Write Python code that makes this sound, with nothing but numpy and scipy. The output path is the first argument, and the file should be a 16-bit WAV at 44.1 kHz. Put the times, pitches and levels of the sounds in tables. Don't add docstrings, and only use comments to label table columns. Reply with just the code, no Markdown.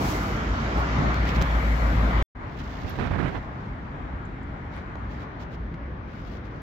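import sys
import numpy as np
from scipy import signal
from scipy.fft import rfft, irfft, next_fast_len
from scipy.io import wavfile
from scipy.ndimage import uniform_filter1d, map_coordinates

SR = 44100
rng = np.random.default_rng(int(sys.argv[2]) if len(sys.argv) > 2 else 0)


def log_audio(samples):
    frames = np.atleast_2d(samples).T
    limited = np.clip(frames, -1, 1)
    pcm = np.round(limited * 32767).astype(np.int16)
    wavfile.write(sys.argv[1], SR, pcm)


N = 291930

LEAVE_BRIDGE_S, REACH_BANK_S = 2.226, 2.349
TOP_HZ = 15850

# start_s, level_db, lean_db
TYRE_PASSES = [(0, -34, 0), (.45, -35, -0.5), (.8, -33.5, -0.5), (1.03, -32.5, 1.5), (1.22, -34, 1),
               (1.38, -33.5, 0.5), (1.72, -36, 4), (2.22, -34, 3)]
ROAR_LIFT_DB = 4.5
# pitch_hz, relative_db
TYRE_SPECTRUM = [(180, -25), (300, -5), (377, -8.5), (620, -5), (885, -7), (1300, -5.5), (1730, -10),
                 (2230, -12), (2650, -20.5), (3140, -21), (5000, -30.5), (7300, -39.5), (9000, -69),
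                 (15500, -73)]
# pitch_hz, coherence
ROAD_ALIKE = [(200, .97), (320, .9), (480, .76), (620, .7), (800, .54), (1200, .44), (1650, .48),
              (2100, .15), (3000, .05), (15000, 0)]
ROAD_LAG_S = .00029
# time_s, share of the tint
BRIDGE_TURN = [(.6, -1), (1.4, 0.5)]
# pitch_hz, gain_db
BRIDGE_TINT = [(250, 0.5), (380, -3), (540, 2.5), (750, -0.3), (1000, 0), (1500, 0.8), (2100, 1.5),
               (2800, -0.5), (4000, 1.5), (6000, -7), (8000, -3), (10000, 9), (12000, 2.5)]

# centre_s, length_s, level_db, lean_db
SPRAY_BURSTS = [(.08, 0.14, -42.5, 5.5), (.2, 0.24, -51.5, 7.5), (.79, 0.053, -56, 9),
                (1.38, .2, -69.5, 11), (1.76, 0.68, -55.5, 1)]
MIST_DB, MIST_LEAN_DB = -64.5, 12.5
SPRAY_LIFT_DB = 3.5
# pitch_hz, relative_db
SPRAY_SPECTRUM = [(1500, -1), (3500, -2), (5500, -0.5), (7200, -3.5), (8800, -14.5), (10300, -13),
                  (11800, -6), (15500, -10.5)]

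RUMBLE_DB = -30.5
# centre_s, length_s, level_db, lean_db
DECK_THUDS = [(.79, 0.069, -34, 5.5), (1.025, 0.091, -23, -0.5), (1.22, 0.074, -27.5, 1),
              (1.385, 0.033, -30, 3), (1.415, 0.025, -26.5, 5), (1.72, 0.087, -36, 4),
              (2.07, 0.28, -29, 0.5)]
# pitch_hz, relative_db
RUMBLE_SPECTRUM = [(20, -25), (33, -1), (46, -2), (62, 0.5), (88, 7), (125, 4.5), (170, 1.5), (230, 1.5),
                   (300, -4), (400, -15.5), (700, -73)]

# time_s, pitch_hz
FIRING_RATE = [(0, 56), (.45, 55), (.7, 60), (1.15, 60), (1.65, 57), (2.22, 55)]
# time_s, beat_hz
BEAT_RATE = [(.4, 6.7), (1.15, 7.0), (1.45, 6.2), (2.2, 5.9)]
IN_STEP_S = 1.382
SECOND_DB, THIRD_DB, THIRD_RATIO = -8.5, -15, 0.79
# time_s, level_db
EXHAUST_SURGES = [(0, -32.5), (.42, -32.5), (.51, -26), (.66, -34), (.78, -24.5), (.9, -28), (1.22, -24.5),
                  (1.32, -27), (1.42, -23.5), (1.7, -22), (2.22, -22)]

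# centre_s, length_s, level_db, lean_db
GUSTS = [(1.03, 0.12, -31, 4.5), (1.39, 0.033, -27, -7.5), (2.85, 0.014, -30.5, -15),
         (2.91, 0.1, -33.5, -13.5), (2.998, 0.028, -23, -23), (3.025, 0.047, -22.5, -30),
         (3.066, 0.03, -26, -14), (3.1, .05, -30.5, -13), (3.14, 0.052, -25.5, -12.5),
         (3.2, 0.035, -24.5, -20), (3.24, 0.042, -26.5, -20), (3.275, 0.048, -25.5, -12),
         (3.32, .04, -35, -14), (3.358, 0.037, -27.5, -22), (4.775, 0.014, -39, 2)]
# pitch_hz, relative_db
BUFFET_SPECTRUM = [(20, -24), (50, -3), (95, 3), (150, 1), (220, -4), (310, -3.5), (430, -10.5), (750, -13),
                   (1400, -21.5), (2100, -25.5), (2700, -29), (4200, -39.5), (7000, -57.5), (9500, -64),
                   (15000, -68.5)]
# pitch_hz, coherence
BUFFET_ALIKE = [(110, 0.89), (230, 0.23), (600, 0.12)]
# centre_s, length_s, level_db, lean_db
RASPS = [(2.992, .016, -37.5, -21), (3.015, 0.047, -34, -23), (3.063, 0.024, -35.5, -18),
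         (3.145, 0.048, -38, -20), (3.205, 0.044, -33.5, -23.5), (3.268, 0.043, -32, -25),
         (3.361, 0.022, -35.5, -23), (4.775, 0.036, -40.5, 5)]
# pitch_hz, relative_db
RASP_SPECTRUM = [(400, -13), (1000, 3.5), (1500, 6), (2200, 0), (2800, -11.5), (3900, -16), (5000, -33),
                 (7000, -36), (10000, -44.5)]

# centre_s, length_s, level_db, lean_db
SWISHES = [(1.29, .035, -38.5, -2.5), (1.36, 0.017, -39.5, -11), (1.424, 0.0045, -37.5, -12.5),
           (2.51, 0.09, -61.5, -6), (2.595, 0.032, -50.5, -14), (2.76, 0.3, -50.5, -20),
           (2.89, 0.041, -46.5, -20), (3.0, 0.17, -50.5, -16.5), (3.25, 0.29, -54.5, -24),
           (3.63, 0.15, -63, -15.5), (4.768, 0.071, -55.5, -10), (5.13, 0.053, -54.5, -16),
           (5.21, 0.056, -55, -12), (5.424, 0.036, -51.5, -14), (5.535, 0.031, -53.5, -6),
           (6.19, 0.16, -59, 14), (6.305, 0.13, -56, 14.5), (6.46, .04, -59, 24), (6.57, 0.12, -62, 29)]
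# pitch_hz, relative_db
CLOTH_SPECTRUM = [(900, -13.5), (2000, 4.5), (3300, 2), (5500, -5), (7000, -12), (9000, -30.5),
                  (12000, -22.5), (15500, -20)]
FIBRE_GRAIN_DB, FIBRE_CATCH_DB = 1.8, 1.2

# start_s, level_db, lean_db, contact_s
TAPS = [(1.144, -18, -8, .0001), (1.255, -19.5, -5, 0.00023), (1.3492, -20.5, -10, 0.00021),
        (1.362, -19, -8.5, 0.0002), (1.4113, -18.5, -9, 0.00029), (1.4155, -12.5, -17, 0.00012),
        (1.421, -14, -17, .00017), (1.4233, -13.5, -14, .00014), (1.424, -11, -17.5, 0.00005),
        (1.4287, -17.5, -11, 0.00012), (2.941, -25.5, -14, .0005), (2.988, -18, -18.5, 0.00071),
        (3.351, -22.5, -18, .0006), (4.956, -28, -12, 0.00037), (5.742, -29, 5, 0.00036),
        (5.746, -38.5, 6, .00022)]
# pitch_hz, gain_db
TAP_COLOUR = [(1500, -1), (4000, -4), (7000, -4), (9000, -20.5), (15500, -5.5)]
GRIT_DB, GRIT_T60_S = -17, 0.009
KNOCK_HZ, KNOCK_T60_S, KNOCK_DB = 190, 0.017, -11.5

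# start_s, level_db, pitch_hz (centre), lean_db
TICKS = [(2.894, -46.5, 12540, 4), (4.252, -62, 6950, -6), (4.43, -66, 7400, -6), (4.76, -63, 8700, 6)]
TICK_HALF_WIDTH_HZ, TICK_T60_S = 830, 0.054

# start_s, level_db, pitch_hz, t60_s
THUMPS = [(2.988, -22, 215, .07), (3.019, -16.5, 114, 0.085), (3.022, -18.5, 238, .06),
          (3.939, -26.5, 147, 0.12), (4.108, -27.5, 60.2, 0.37), (4.949, -21.5, 60.7, 0.12),
          (5.601, -24, 54.6, 0.19), (5.738, -19.5, 154.5, 0.062), (5.741, -23, 255, 0.051),
          (5.818, -26.5, 64.6, 0.49)]
THUMP_LIFT_DB = 0.5

# time_s, level_db
WASH_LEVEL = [(2.36, -38), (2.5, -39.5), (2.75, -40.5), (3.6, -41.5), (4.5, -42), (4.9, -41), (5.45, -42),
              (5.7, -43.5), (6.62, -44.5)]
# pitch_hz, relative_db
RIVER_SPECTRUM = [(210, -16), (340, -3.5), (470, -3), (720, -0.8), (980, -.5), (1200, -1.5), (1450, -3),
                  (1800, -6), (2150, -8.5), (2650, -18.5), (3300, -22.5), (3900, -26.5), (5100, -34.5),
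                  (7200, -42.5), (9300, -57.5), (15500, -62)]
# time_s, share of the tint
BANK_TURN = [(4.9, 0), (5.7, 0.96)]
# pitch_hz, gain_db
BANK_TINT = [(200, 5), (330, 4.5), (480, 4.5), (720, -2), (1100, -1), (1800, 0), (3000, 0.5), (4500, 0.5),
             (6000, 1), (8000, -15), (15000, 2)]
TOWN_DB, TOWN_FALL_DB_PER_S = -34.5, 0.41
# pitch_hz, relative_db
TOWN_SPECTRUM = [(15, -36), (25, -18), (35, -4), (46, 2), (57, 5), (80, -1), (131, -3), (188, -7),
                 (275, -7.5), (345, -14.5), (450, -23), (700, -76)]
BANK_FADE_DB, BANK_FADE_S = 8.5, 0.085
# pitch_hz, coherence
ALIKE = [(60, 0.98), (130, 0.97), (290, 0.82), (450, 0.5), (620, 0.46), (900, -0.13), (1350, -0.36),
         (1800, 0.091), (3200, 0.053), (15000, -0.084)]


def amp(db):
    return 10 ** (np.asarray(db) / 20)


def unit(x):
    return x / np.sqrt(np.mean(x ** 2) + 1e-20)


def clock():
    return np.arange(N) / SR


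def along(points, hz):
    f, v = np.transpose(points)
    return np.interp(np.log(hz + 1), np.log(f + 1), v)


def curves(rows):
    s, *cols = np.transpose(rows)
    return [np.interp(clock(), s, c) for c in cols]


def wobble(rate):
    knots = rng.standard_normal(int(N * rate / SR) + 4)
    return map_coordinates(knots, [np.arange(N) * rate / SR])


def filtered(x, response):
    m = next_fast_len(N + 8192)
    return irfft(rfft(x, m) * response(np.fft.rfftfreq(m, 1 / SR)), m)[..., :N]


def pan(lean_db):
    gains = amp(np.array([[.5], [-.5]]) * lean_db)
    return gains / np.sqrt(np.mean(gains ** 2, axis=0))


def rush(spectrum, alike, patchy_db=0):
    z = signal.stft(rng.standard_normal((2, N)), nperseg=512)[2]
    field = rng.standard_normal(z.shape[1:])
    field = uniform_filter1d(field, size=5, axis=0)
    field = uniform_filter1d(field, size=14, axis=1)
    pair = signal.istft(z * amp(patchy_db * unit(field)), nperseg=512)[1][:, :N]

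    def mid_side(hz):
        angle = np.arccos(np.clip(along(alike, hz), -1, 1)) / 2
        return amp(along(spectrum, hz)) * [np.cos(angle), np.sin(angle)]

    mid, side = filtered(pair, mid_side)
    return unit(np.array([mid + side, mid - side]))


def swells(rows):
    t = clock()
    power = 0
    for s, length, db, lean_db in rows:
        bell = np.exp(-np.minimum((2 * (t - s) / length) ** 2, 100))
        power = power + (amp(db) * pan(lean_db)) ** 2 * bell
    return np.sqrt(power)


def turned(x, turn, tint):
    share, = curves(turn)
    tinted = filtered(x, lambda hz: amp(along(tint, hz)))
    return x + share * (tinted - x)


def from_right(x, lag_s):
    return filtered(x, lambda hz: np.exp(np.array([[-1j], [1j]]) * np.pi * hz * lag_s))


def tyre_roar():
    level_db, lean_db = curves(TYRE_PASSES)
    treads = rush(TYRE_SPECTRUM, ROAD_ALIKE, patchy_db=1.5)
    treads = turned(treads, BRIDGE_TURN, BRIDGE_TINT)
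    return from_right(amp(level_db + ROAR_LIFT_DB) * treads * pan(lean_db), ROAD_LAG_S)


def spray():
    mist = amp(MIST_DB) * pan(MIST_LEAN_DB)
    wetness = np.hypot(mist, swells(SPRAY_BURSTS))
    return amp(SPRAY_LIFT_DB) * wetness * rush(SPRAY_SPECTRUM, ALIKE)


def car_bodies():
    steady = amp(RUMBLE_DB + 0.23 * wobble(7.9))
    return np.hypot(steady, swells(DECK_THUDS)) * rush(RUMBLE_SPECTRUM, ROAD_ALIKE, patchy_db=1.0)


def engines():
    firing_hz, = curves(FIRING_RATE)
    beat_hz, = curves(BEAT_RATE)
    level_db, = curves(EXHAUST_SURGES)
    drift = 1 + .012 * wobble(14)
    phase = 2 * np.pi * np.cumsum(firing_hz * drift) / SR
    lag = 2 * np.pi * np.cumsum(beat_hz) / SR
    lag_in_step = np.interp(IN_STEP_S, clock(), lag)
    near = np.sin(phase) + amp(-24.0) * np.sin(2 * phase) + amp(-28.5) * np.sin(4 * phase)
    second = amp(SECOND_DB) * np.sin(phase - lag + lag_in_step)
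    third = amp(THIRD_DB) * np.sin(THIRD_RATIO * phase + 0.835 * wobble(4.5))
    return amp(level_db) * unit(near + second + third) * pan(1.0)


def wind():
    eddies = rush(BUFFET_SPECTRUM, BUFFET_ALIKE, patchy_db=1.5)
    lumps = amp(2.2 * wobble(160))
    tearing = amp(3 * wobble(400))
    buffeting = swells(GUSTS) * unit(eddies * lumps)
    rasping = swells(RASPS) * unit(rush(RASP_SPECTRUM, ALIKE) * tearing)
    return buffeting + rasping


def sleeve():
    fibres = rush(CLOTH_SPECTRUM, ALIKE)
    unevenness = amp(FIBRE_GRAIN_DB * wobble(300) + FIBRE_CATCH_DB * wobble(60))
    return swells(SWISHES) * unit(fibres * unevenness)


def taps():
    out, t = np.zeros((2, N + SR)), np.arange(SR // 10) / SR
    knock = amp(KNOCK_DB - 60 * t / KNOCK_T60_S) * np.sin(2 * np.pi * KNOCK_HZ * t)
    for s, db, lean_db, contact_s in TAPS:
        u = np.pi * t / contact_s
        grit = amp(GRIT_DB - 60 * t / GRIT_T60_S) * rng.standard_normal(len(t))
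        force = (t == 0) + grit
        push = signal.fftconvolve(force, u * np.exp(1 - u))[:len(t)]
        out[:, round(s * SR):][:, :len(t)] -= amp(db) * (push + knock) * pan(lean_db)
    return filtered(out[:, :N], lambda hz: amp(along(TAP_COLOUR, hz)))


def ticks():
    out, t = np.zeros((2, N + SR)), np.arange(SR // 4) / SR
    hz = np.fft.rfftfreq(len(t), 1 / SR)
    for s, db, centre_hz, lean_db in TICKS:
        colour = 1 / (1 + ((hz - centre_hz) / TICK_HALF_WIDTH_HZ) ** 2)
        noise = rng.standard_normal((2, len(t)))
        burst = unit(irfft(rfft(noise) * colour, len(t)))
        envelope = amp(db - 60 * t / TICK_T60_S) * (1 - np.exp(-t / .0005))
        out[:, round(s * SR):][:, :len(t)] += envelope * burst * pan(lean_db)
    return out[:, :N]


def low_thumps():
    out = np.zeros(N)
    for s, db, hz, t60 in THUMPS:
        t = np.maximum(clock() - s, 0)
        envelope = amp(db + THUMP_LIFT_DB - 60 * t / t60) * (1 - np.exp(-t / 0.006))
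        out += envelope * np.sin(2 * np.pi * hz * t)
    return out


def river_bank():
    since = clock() - REACH_BANK_S
    wash_db, = curves(WASH_LEVEL)
    fade = amp(-BANK_FADE_DB * np.clip(1 - since / BANK_FADE_S, 0, 1))
    town_level = amp(TOWN_DB - TOWN_FALL_DB_PER_S * since + 0.22 * wobble(5.9))
    town = town_level * rush(TOWN_SPECTRUM, ALIKE)
    water = turned(rush(RIVER_SPECTRUM, ALIKE, patchy_db=1.1), BANK_TURN, BANK_TINT)
    wash = amp(wash_db + .3 * wobble(4.85)) * water
    return fade * (town * pan(0.55) + wash * pan(2.9))


def scene():
    on_bridge = clock() < LEAVE_BRIDGE_S
    on_bank = np.clip((clock() - REACH_BANK_S) / .003, 0, 1)
    bridge = tyre_roar() + spray() + car_bodies() + engines()
    close = wind() + sleeve() + taps() + ticks() + low_thumps()
    return on_bridge * (bridge + close) + on_bank * (river_bank() + close)


def record(dry):
    return filtered(dry, lambda hz: hz < TOP_HZ)


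dry = scene()
out = record(dry)
log_audio(out)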